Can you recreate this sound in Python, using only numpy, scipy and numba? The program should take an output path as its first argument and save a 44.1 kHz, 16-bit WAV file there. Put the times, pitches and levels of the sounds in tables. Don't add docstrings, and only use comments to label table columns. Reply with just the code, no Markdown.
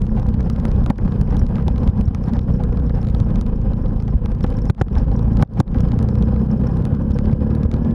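import sys
import numpy as np
from scipy import signal
from scipy.fft import rfft, irfft, next_fast_len
from scipy.io import wavfile
from scipy.ndimage import uniform_filter1d
from numba import njit

SR = 44100
rng = np.random.default_rng(int(sys.argv[2]) if len(sys.argv) > 2 else 0)


def transcribe(signal):
    frames = np.atleast_2d(signal).T
    limited = np.clip(frames, -1, 1)
    pcm = np.round(limited * 32767).astype(np.int16)
    wavfile.write(sys.argv[1], SR, pcm)


N = 350141

# (time [s], level [dB], relative level of the bands below 50 Hz [dB])
BUFFETING = [(0, -21.5, 9.5), (.65, -18.5, 3), (1.2, -16.5, 6.5), (2.1, -18.5, 5), (3.4, -19.5, 5),
             (3.9, -21.5, 5), (4.3, -20, 2), (4.7, -18.5, 7.5), (5.2, -17.5, 0.5), (5.7, -14, 7.5),
             (6, -16.5, -13), (7.0, -17.5, -6), (7.94, -16.5, -3)]
# (time [s], level before colouring [dB])
TIMED_TICKS = [(0.0188, -28.5), (0.0542, -41), (0.0675, -32), (0.166, -34), (0.198, -34), (0.2297, -38),
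               (0.267, -35), (0.2887, -32), (0.3418, -28.5), (0.407, -29), (0.43, -38), (0.4998, -24.5),
               (0.562, -31), (0.6, -31), (0.6534, -23), (0.682, -37), (0.716, -28.5), (0.7636, -36),
               (0.785, -49), (0.84, -35), (0.8622, -24.5), (0.901, -21), (0.959, -39), (0.9828, -31.5),
               (1.012, -38), (1.037, -58), (1.049, -36), (1.08, -36), (1.122, -31), (1.16, -34),
               (1.213, -22.5), (1.276, -36), (1.3059, -36), (1.324, -40), (1.3448, -34), (1.3682, -25),
               (1.4664, -32.5), (1.491, -39), (1.5568, -25.5), (1.5827, -29), (1.626, -36), (1.6813, -22.5),
               (1.761, -30), (1.7808, -28.5), (1.8335, -30.5), (1.8763, -27), (1.898, -34), (1.9765, -36),
               (2.0113, -29), (2.0807, -31.5), (2.148, -25.5), (2.2395, -31.5), (2.2846, -34), (2.295, -39),
               (2.316, -46), (2.3356, -27), (2.367, -31), (2.392, -28), (2.4164, -41), (2.4405, -49),
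               (2.502, -39), (2.6374, -29), (2.7287, -36), (2.773, -29), (2.798, -34.5), (2.8962, -28.5),
               (2.954, -36), (3.03, -35), (3.0485, -32), (3.0708, -32), (3.087, -33), (3.1, -35),
               (3.138, -46), (3.1484, -25.5), (3.2018, -27.5), (3.3053, -33), (3.3582, -28), (3.384, -42),
               (3.4122, -25.5), (3.465, -33), (3.616, -40.5), (3.7345, -32), (3.8607, -34), (3.9635, -40),
               (4.0016, -31), (4.0243, -33.5), (4.0803, -30.5), (4.108, -42), (4.259, -29), (4.3173, -33),
               (4.3503, -33.5), (4.3873, -43), (4.4085, -28.5), (4.44, -24.5), (4.4435, -27.5),
               (4.466, -34), (4.4775, -37), (4.491, -49), (4.54, -36), (4.545, -42), (4.664, -44),
               (4.7025, -24), (4.817, -24.5), (5.4272, -22.5), (5.6043, -23), (5.6095, -39), (0.9048, -26),
               (2.382, -42), (2.261, -40), (2.3575, -45), (4.5035, -33), (4.5264, -35), (4.5885, -32),
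               (4.655, -30), (4.6992, -22.5), (4.7487, -43), (4.767, -50), (4.814, -21.5), (4.8835, -35.5),
               (4.9024, -52), (4.954, -28), (4.981, -36), (4.998, -35), (5.044, -39), (5.083, -45),
               (5.1163, -32), (5.1931, -32.5), (5.332, -42), (5.371, -27.5), (5.391, -34), (5.4245, -19.5),
               (5.449, -50), (5.4756, -53), (5.501, -53), (5.5165, -54), (5.4072, -42), (5.5374, -41),
               (5.553, -47), (5.5594, -46), (5.591, -38), (5.6015, -15.5), (5.679, -33.5), (5.716, -42),
               (5.7453, -30), (5.7858, -31), (5.8062, -24.5), (5.851, -34), (5.888, -29), (5.919, -26),
               (5.99, -26), (6.0277, -27.5), (6.0882, -27), (6.1546, -29), (6.225, -27), (6.263, -52),
               (6.288, -39), (6.343, -32), (6.3625, -31), (6.3935, -39), (6.6705, -39), (6.771, -32.5),
               (6.824, -39), (6.853, -23.5), (6.95, -35.5), (7.1087, -27), (7.119, -34), (7.1881, -26),
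               (7.229, -52), (7.247, -46), (7.2574, -30), (7.315, -37), (7.33, -29.5), (7.448, -45),
               (7.5063, -34.5), (7.5512, -29), (7.6331, -29), (7.661, -35), (7.7151, -27), (7.7398, -24.5),
               (7.766, -36), (7.8485, -34), (7.9104, -33)]
LIMIT, CEILING = .62, .9


def undb(db):
    return 10 ** (np.asarray(db) / 20)


def level(x, db):
    return x * undb(db) / np.sqrt(np.mean(x ** 2))


def curve(table):
    s, *columns = np.transpose(table)
    return [np.interp(np.arange(N) / SR, s, c) for c in columns]


def band(x, hz, width_hz):
    return signal.lfilter(*signal.iirpeak(hz, hz / width_hz, fs=SR), x)


def walk(rate):
    k = int(SR / rate)
    steps = np.repeat(rng.standard_normal(N // k + 1), k)
    return 1.357 * uniform_filter1d(uniform_filter1d(steps, k), k)[:N]


def add(out, s, piece):
    i = int(s * SR)
    out[i:i + len(piece)] += piece[:N - i]


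def chance(db, spread_db, count):
    s, size = rng.random((count, 2)).T
    return np.column_stack([s * N / SR, db - spread_db * np.log(1 - .95 * size)])


def housing_db(hz):
    # (centre [Hz], width [Hz], gain [dB])
    modes = [(36, 12, 3.5), (214, 13, 4), (501, 99, 7.5), (785, 24, 5), (1025, 130, 5.5), (1634, 170, 5),
             (2490, 87, 8), (3066, 220, 8), (5080, 560, 10.5), (7600, 3200, -14.5)]
    return sum(db / (1 + (2 * (hz - f) / w) ** 2) for f, w, db in modes)


def rumble():
    # (frequency [Hz], relative spectral level [dB per Hz])
    spectrum = np.array([(12, -34.5), (20, 1.5), (60, 0), (125, -6), (206, -3.5), (242, -6.5), (302, -20.5),
                         (468, -22.5), (668, -31.5), (787, -30.5), (1610, -45.5), (2110, -55.5),
                         (5220, -68.5), (7870, -65.5), (11600, -73), (14000, -107)])
    bright_db_per_octave = 0.9
    db, thud_db = curve(BUFFETING)
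    size = next_fast_len(N)
    hz = np.maximum(np.arange(size // 2 + 1) * SR / size, 1)
    shape_db = np.interp(np.log(hz), np.log(spectrum[:, 0]), spectrum[:, 1])
    shape_db = shape_db + housing_db(hz) - 10 * np.log10(1 + (32 / hz) ** 6)
    noise = rfft(rng.standard_normal(size)) * undb(shape_db)
    shake_db = 1.3 * walk(35)
    flutter_db = 2.67 * walk(110)
    common_db = 6.0 * np.tanh((shake_db + flutter_db) / 5)
    out = 0
    for octave in np.arange(4, 14.5, .5):
        share = np.clip(1 - 2 * np.abs(np.log2(hz) - octave), 0, 1)
        colour_db = bright_db_per_octave * max(octave - np.log2(250), 0)
        colour_db = colour_db + thud_db * (octave < np.log2(50))
        own_db = 1.1 * walk(11)
        out = out + irfft(noise * share, size)[:N] * undb(common_db + own_db + colour_db)
    return level(out, 0) * undb(db)


def stones():
    smallest_db, spread_db = -8, 2.0
    out, turn = np.zeros(N), np.arange(0, 1, 1 / 600)
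    for s, size, pitch, side in rng.random((500, 4)):
        step = turn * 600 * 70 * 2 ** (2.0 * pitch) / SR
        swing = np.sin(2 * np.pi * step) * np.sin(np.pi * step) * (step < 1)
        stone_db = smallest_db - spread_db * np.log(1 - size)
        add(out, s * N / SR, np.sign(side - .5) * undb(stone_db) * swing)
    return out * undb(curve(BUFFETING)[0])


def bumps():
    # (time [s], level before the envelope, relative to the limit [dB], swing frequency [Hz])
    holes = [(0.9003, 13.5, 204), (1.21, 5.5, 120), (1.423, 6, 87.3), (1.889, 3.5, 96.5), (2.076, 3.5, 85),
             (2.504, -3.5, 123), (3.095, -7.5, 76.4), (3.207, 4.5, 88), (4.146, 4.5, 59.6), (4.442, 2, 225),
             (4.698, 17.5, 115), (4.812, 12, 105), (4.962, 2.5, 53.8), (5.069, -5.5, 91),
             (5.423, 23.5, 122), (5.588, -11, 147.5), (5.5939, 8, 149), (5.6003, 19, 114),
             (5.792, -15, 77.4), (6.923, 3, 108), (7.327, 2.5, 110), (7.651, 3.5, 88)]
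    out, t = np.zeros(N), np.arange(2000) / SR
    for s, over_db, hz in holes:
        rise = t * hz / .85
        envelope = rise * np.exp((1 - rise ** 5) / 5)
        add(out, s, -LIMIT * undb(over_db) * envelope * np.sin(2 * np.pi * hz * t))
    return out


def dips(events):
    base_db, share, half_width_s = -0.5, 0.51, 0.0029
    out, t = np.zeros(N), np.arange(-500, 500) / SR / half_width_s
    for s, db in events:
        dip = (1 - t ** 2) * np.exp(-t ** 2 / 2)
        add(out, max(s - 500 / SR, 0), -undb(base_db + share * db) * dip)
    return out


def cracks(events, fade_s, colour, sharp=1.02):
    lead_s = .002
    snap = int(lead_s * SR)
    out, t = np.zeros(N), np.arange(600) / SR
    noises = rng.standard_normal((len(events), 600))
    characters = rng.random((len(events), 2))
    for (s, db), crack, (long, dull) in zip(events, noises, characters):
        loud = np.clip((db + 30) / 15, 0, 1)
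        fade = fade_s * (.6 + .8 * long + .3 * loud)
        crack = crack * np.exp(-np.abs(t - lead_s) / np.where(t < lead_s, 0.32 * fade, fade))
        crack[snap] = sharp * (1 - .5 * loud) * np.sqrt(np.sum(crack ** 2))
        blur = 1 + int((1.3 + 3.7 * dull) * (1 - loud))
        crack = uniform_filter1d(crack / crack[snap], size=blur)
        add(out, max(s - lead_s, 0), undb(db) * crack)
    return sum(undb(d) * band(band(out, f, w), f, w) for f, w, d in colour)


def ticks(events):
    # (centre [Hz], width of each pass [Hz], gain [dB])
    tick_modes = [(720, 500, 26), (1254, 260, 28), (2030, 1700, 19), (3300, 2810, 13.5), (5180, 5000, 4),
                  (8750, 2400, 5), (11800, 1900, -2.5)]
    return cracks(events, 0.0012, tick_modes, sharp=1.3)


def knocks(events):
    # (centre [Hz], width of each pass [Hz], gain [dB])
    knock_modes = [(263, 250, 36), (495, 250, 30), (782, 265, 30.5), (1000, 720, 21), (1435, 600, 18)]
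    second_s, second_db, soft_hz = 0.0063, -14, 1480
    echo_knocks = np.add(events, [second_s, second_db])
    echo_knocks = echo_knocks[echo_knocks[:, 0] < N / SR]
    knock = cracks(np.vstack([events, echo_knocks]), .0019, knock_modes, sharp=.7)
    return signal.lfilter(*signal.butter(2, soft_hz, fs=SR), knock)


def hoots(events):
    out, t = np.zeros(N), np.arange(3000) / SR
    for s, db in events:
        add(out, s, undb(db) * t / 0.017 * np.exp(1 - t / 0.0086))
    noise = rng.standard_normal(N)
    narrow = level(band(band(noise, 790, 190), 790, 190), -5)
    broad = level(band(band(noise, 900, 900), 900, 900), -11)
    return out * (narrow + broad)


def squeaks(events):
    out, t = np.zeros(N), np.arange(700) / SR
    for s, db in events:
        add(out, s, undb(db) * t / 0.00092 * np.exp(1 - t / 0.0019))
    grain = 1 + 2.0 * band(rng.standard_normal(N), 400, 800)
    turns = np.cumsum(5400 + 150 * walk(300)) / SR
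    chirp = out * grain * np.sin(2 * np.pi * turns)
    return chirp + cracks(np.add(events, [0, 6]), .0008, [(5300, 2500, 5)])


def crunches():
    # (time [s], length [s], upper tick level before colouring [dB])
    flurries = [(.16, 0.076, -47), (.86, 0.046, -49), (1.3, 0.095, -38.5), (1.56, 0.069, -42.5),
                (2.27, 0.036, -41.5), (2.33, 0.048, -43), (2.94, .07, -49), (4.95, 0.083, -49),
                (5.37, 0.042, -52), (6.63, 0.068, -45), (7.24, 0.062, -51), (7.7, 0.075, -44.5)]
    knock_db = 13.5
    s, length, db = np.repeat(flurries, 10, axis=0).T
    when, late, size = rng.random((len(s), 3)).T
    small = np.column_stack([s + length * when, db - 8 * size])
    offset = np.column_stack([.004 * late, np.full(len(s), knock_db)])
    return ticks(small) + knocks(small + offset)


def rattle():
    middling = chance(-49, 2.2, count=160)
    crackle = [chance(-56.5, 1.5, count=350), chance(-62.5, 2.2, count=800)]
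    faint_knocks = knocks(chance(-33.5, 2.2, count=30))
    faint_hoots = hoots(chance(-45.5, 3.2, count=40))
    faint_squeaks = squeaks(chance(-65.5, 1.9, count=90))
    return ticks(np.vstack([middling, *crackle])) + faint_knocks + faint_hoots + faint_squeaks


def engine():
    # (time [s], crank turns [Hz], relative level of the orders [dB], throttle [0-1])
    course = [(0, 61, -23, 0), (.55, 64.8, -21, 0), (1.05, 63, -21, 0), (1.4, 65.3, -21.5, 0),
              (2, 63.8, -24, 0), (2.6, 60.8, -21, .3), (3.2, 58.3, -23, .3), (3.6, 56, -20, 0),
              (4.1, 54.2, -21, 0), (4.35, 55, -24, 0), (4.75, 53.3, -22, 0), (5.25, 56, -20, .2),
              (5.85, 58.7, -19.5, .4), (6.2, 60.3, -21, .5), (6.6, 63.7, -21, .65), (7, 68, -21, .9),
              (7.4, 71.8, -21.5, 1), (7.94, 78.3, -22.5, 1)]
    # (multiple of crank turns [1], relative level [dB])
    orders = [(.5, -8), (1, 1), (1.5, -7), (2, -1), (2.5, -6), (3, -5.5), (3.5, -10), (4, -13), (4.5, -18),
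              (5, -18), (5.5, -21), (6, -19), (6.5, -22), (7, -21), (7.5, -20), (8, -19), (8.5, -22),
              (9, -26)]
    gear_teeth, whine_db, whine_lift_db = 22, -66, 10
    load_lift_db = 5
    hz, db, throttle = curve(course)
    turns = np.cumsum(hz * (1 + .003 * walk(8))) / SR
    block, low_hz = 0, np.arange(1000.)
    for k, order_db in orders:
        load_db = load_lift_db * throttle * (min(k - 1, 2) / 2 + max(k - 4, 0) / 2.5)
        case_db = np.interp(k * hz, low_hz, housing_db(low_hz))
        case_db = case_db - 10 * np.log10(1 + (k * hz / 250) ** 6)
        gain = undb(order_db + load_db + case_db + 1.7 * walk(3))
        block = block + gain * np.sin(2 * np.pi * k * turns + .5 * k ** 2)
    whine_gain = undb(whine_db + whine_lift_db * throttle ** 2 + 1.9 * walk(30))
    whine = whine_gain * np.sin(2 * np.pi * gear_teeth * turns)
    return block * undb(db) + whine


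def scene():
    onset = np.minimum(np.arange(N) / (.004 * SR), 1)
    ride = rumble() + stones() + bumps() + dips(TIMED_TICKS)
    return (onset * (ride + crunches() + rattle() + engine()))[None]


@njit
def duck(x, top, attack, release, hold):
    gain, e, wait = np.empty(len(x)), top, 0.
    for i in range(len(x)):
        if abs(x[i]) > e:
            e, wait = e + attack * (abs(x[i]) - e), hold
        elif wait > 0:
            wait -= 1
        else:
            e = max(top, e * release)
        gain[i] = top / e
    return gain


def record(dry):
    # (time [s], level before colouring [dB])
    timed_knocks = [(0.251, -45), (0.341, -35), (0.404, -26), (0.498, -30), (0.652, -22.5), (0.861, -24),
                    (0.904, -16), (0.987, -22.5), (1.077, -27), (1.213, -27.5), (1.324, -22), (1.556, -42),
                    (1.583, -26.5), (1.682, -24), (2.149, -42), (2.352, -25), (2.904, -26), (3.148, -24.5),
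                    (3.306, -29.5), (3.861, -35.5), (4.26, -25), (4.408, -30), (4.4445, -16), (4.698, -17),
                    (4.813, -15), (4.964, -26), (5.082, -28.5), (5.396, -26), (5.426, -14), (5.602, -12),
                    (5.748, -28), (5.913, -26.5), (6.015, -36), (6.226, -35), (6.287, -33), (6.639, -26),
                    (6.77, -35), (6.853, -38), (7.768, -33)]
    # (time [s], level before the envelope [dB])
    timed_hoots = [(0.17, -22.5), (0.456, -29), (0.859, -38), (1.588, -29), (2.358, -47), (2.596, -28.5),
                   (2.735, -38), (2.958, -30), (2.972, -31), (4.076, -30), (4.775, -30.5), (4.965, -21),
                   (5.394, -23.5), (5.569, -23), (5.743, -36), (5.886, -39), (6.915, -32)]
    # (time [s], level before the envelope [dB])
    timed_squeaks = [(0.455, -60), (0.529, -60), (0.683, -57), (1.3065, -56), (1.392, -44), (2.0535, -57),
                     (2.2388, -55), (2.522, -62), (2.5375, -55), (2.8625, -59), (3.0145, -53),
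                     (4.4283, -50), (4.5677, -52), (4.6169, -53), (4.6875, -54), (4.8, -57), (4.928, -61),
                     (4.9821, -46.5), (5.1617, -53), (5.4137, -50), (5.591, -52), (6.1834, -55),
                     (6.512, -52), (6.6693, -50.5), (7.142, -56)]
    attack_s, release_db_per_s, hold_s, top_hz = 0.000089, 200, 0.054, 14600
    ahead = np.roll(dry[0], -30)
    gain = duck(ahead, LIMIT, 1 / (attack_s * SR), undb(-release_db_per_s / SR), hold_s * SR)
    smooth = uniform_filter1d(gain, size=60)
    timed = ticks(TIMED_TICKS) + knocks(timed_knocks) + hoots(timed_hoots) + squeaks(timed_squeaks)
    wet = CEILING * np.tanh((dry * smooth + timed) / CEILING)
    return signal.sosfilt(signal.ellip(8, .2, 60, top_hz, fs=SR, output="sos"), wet)


dry = scene()
out = record(dry)
transcribe(out)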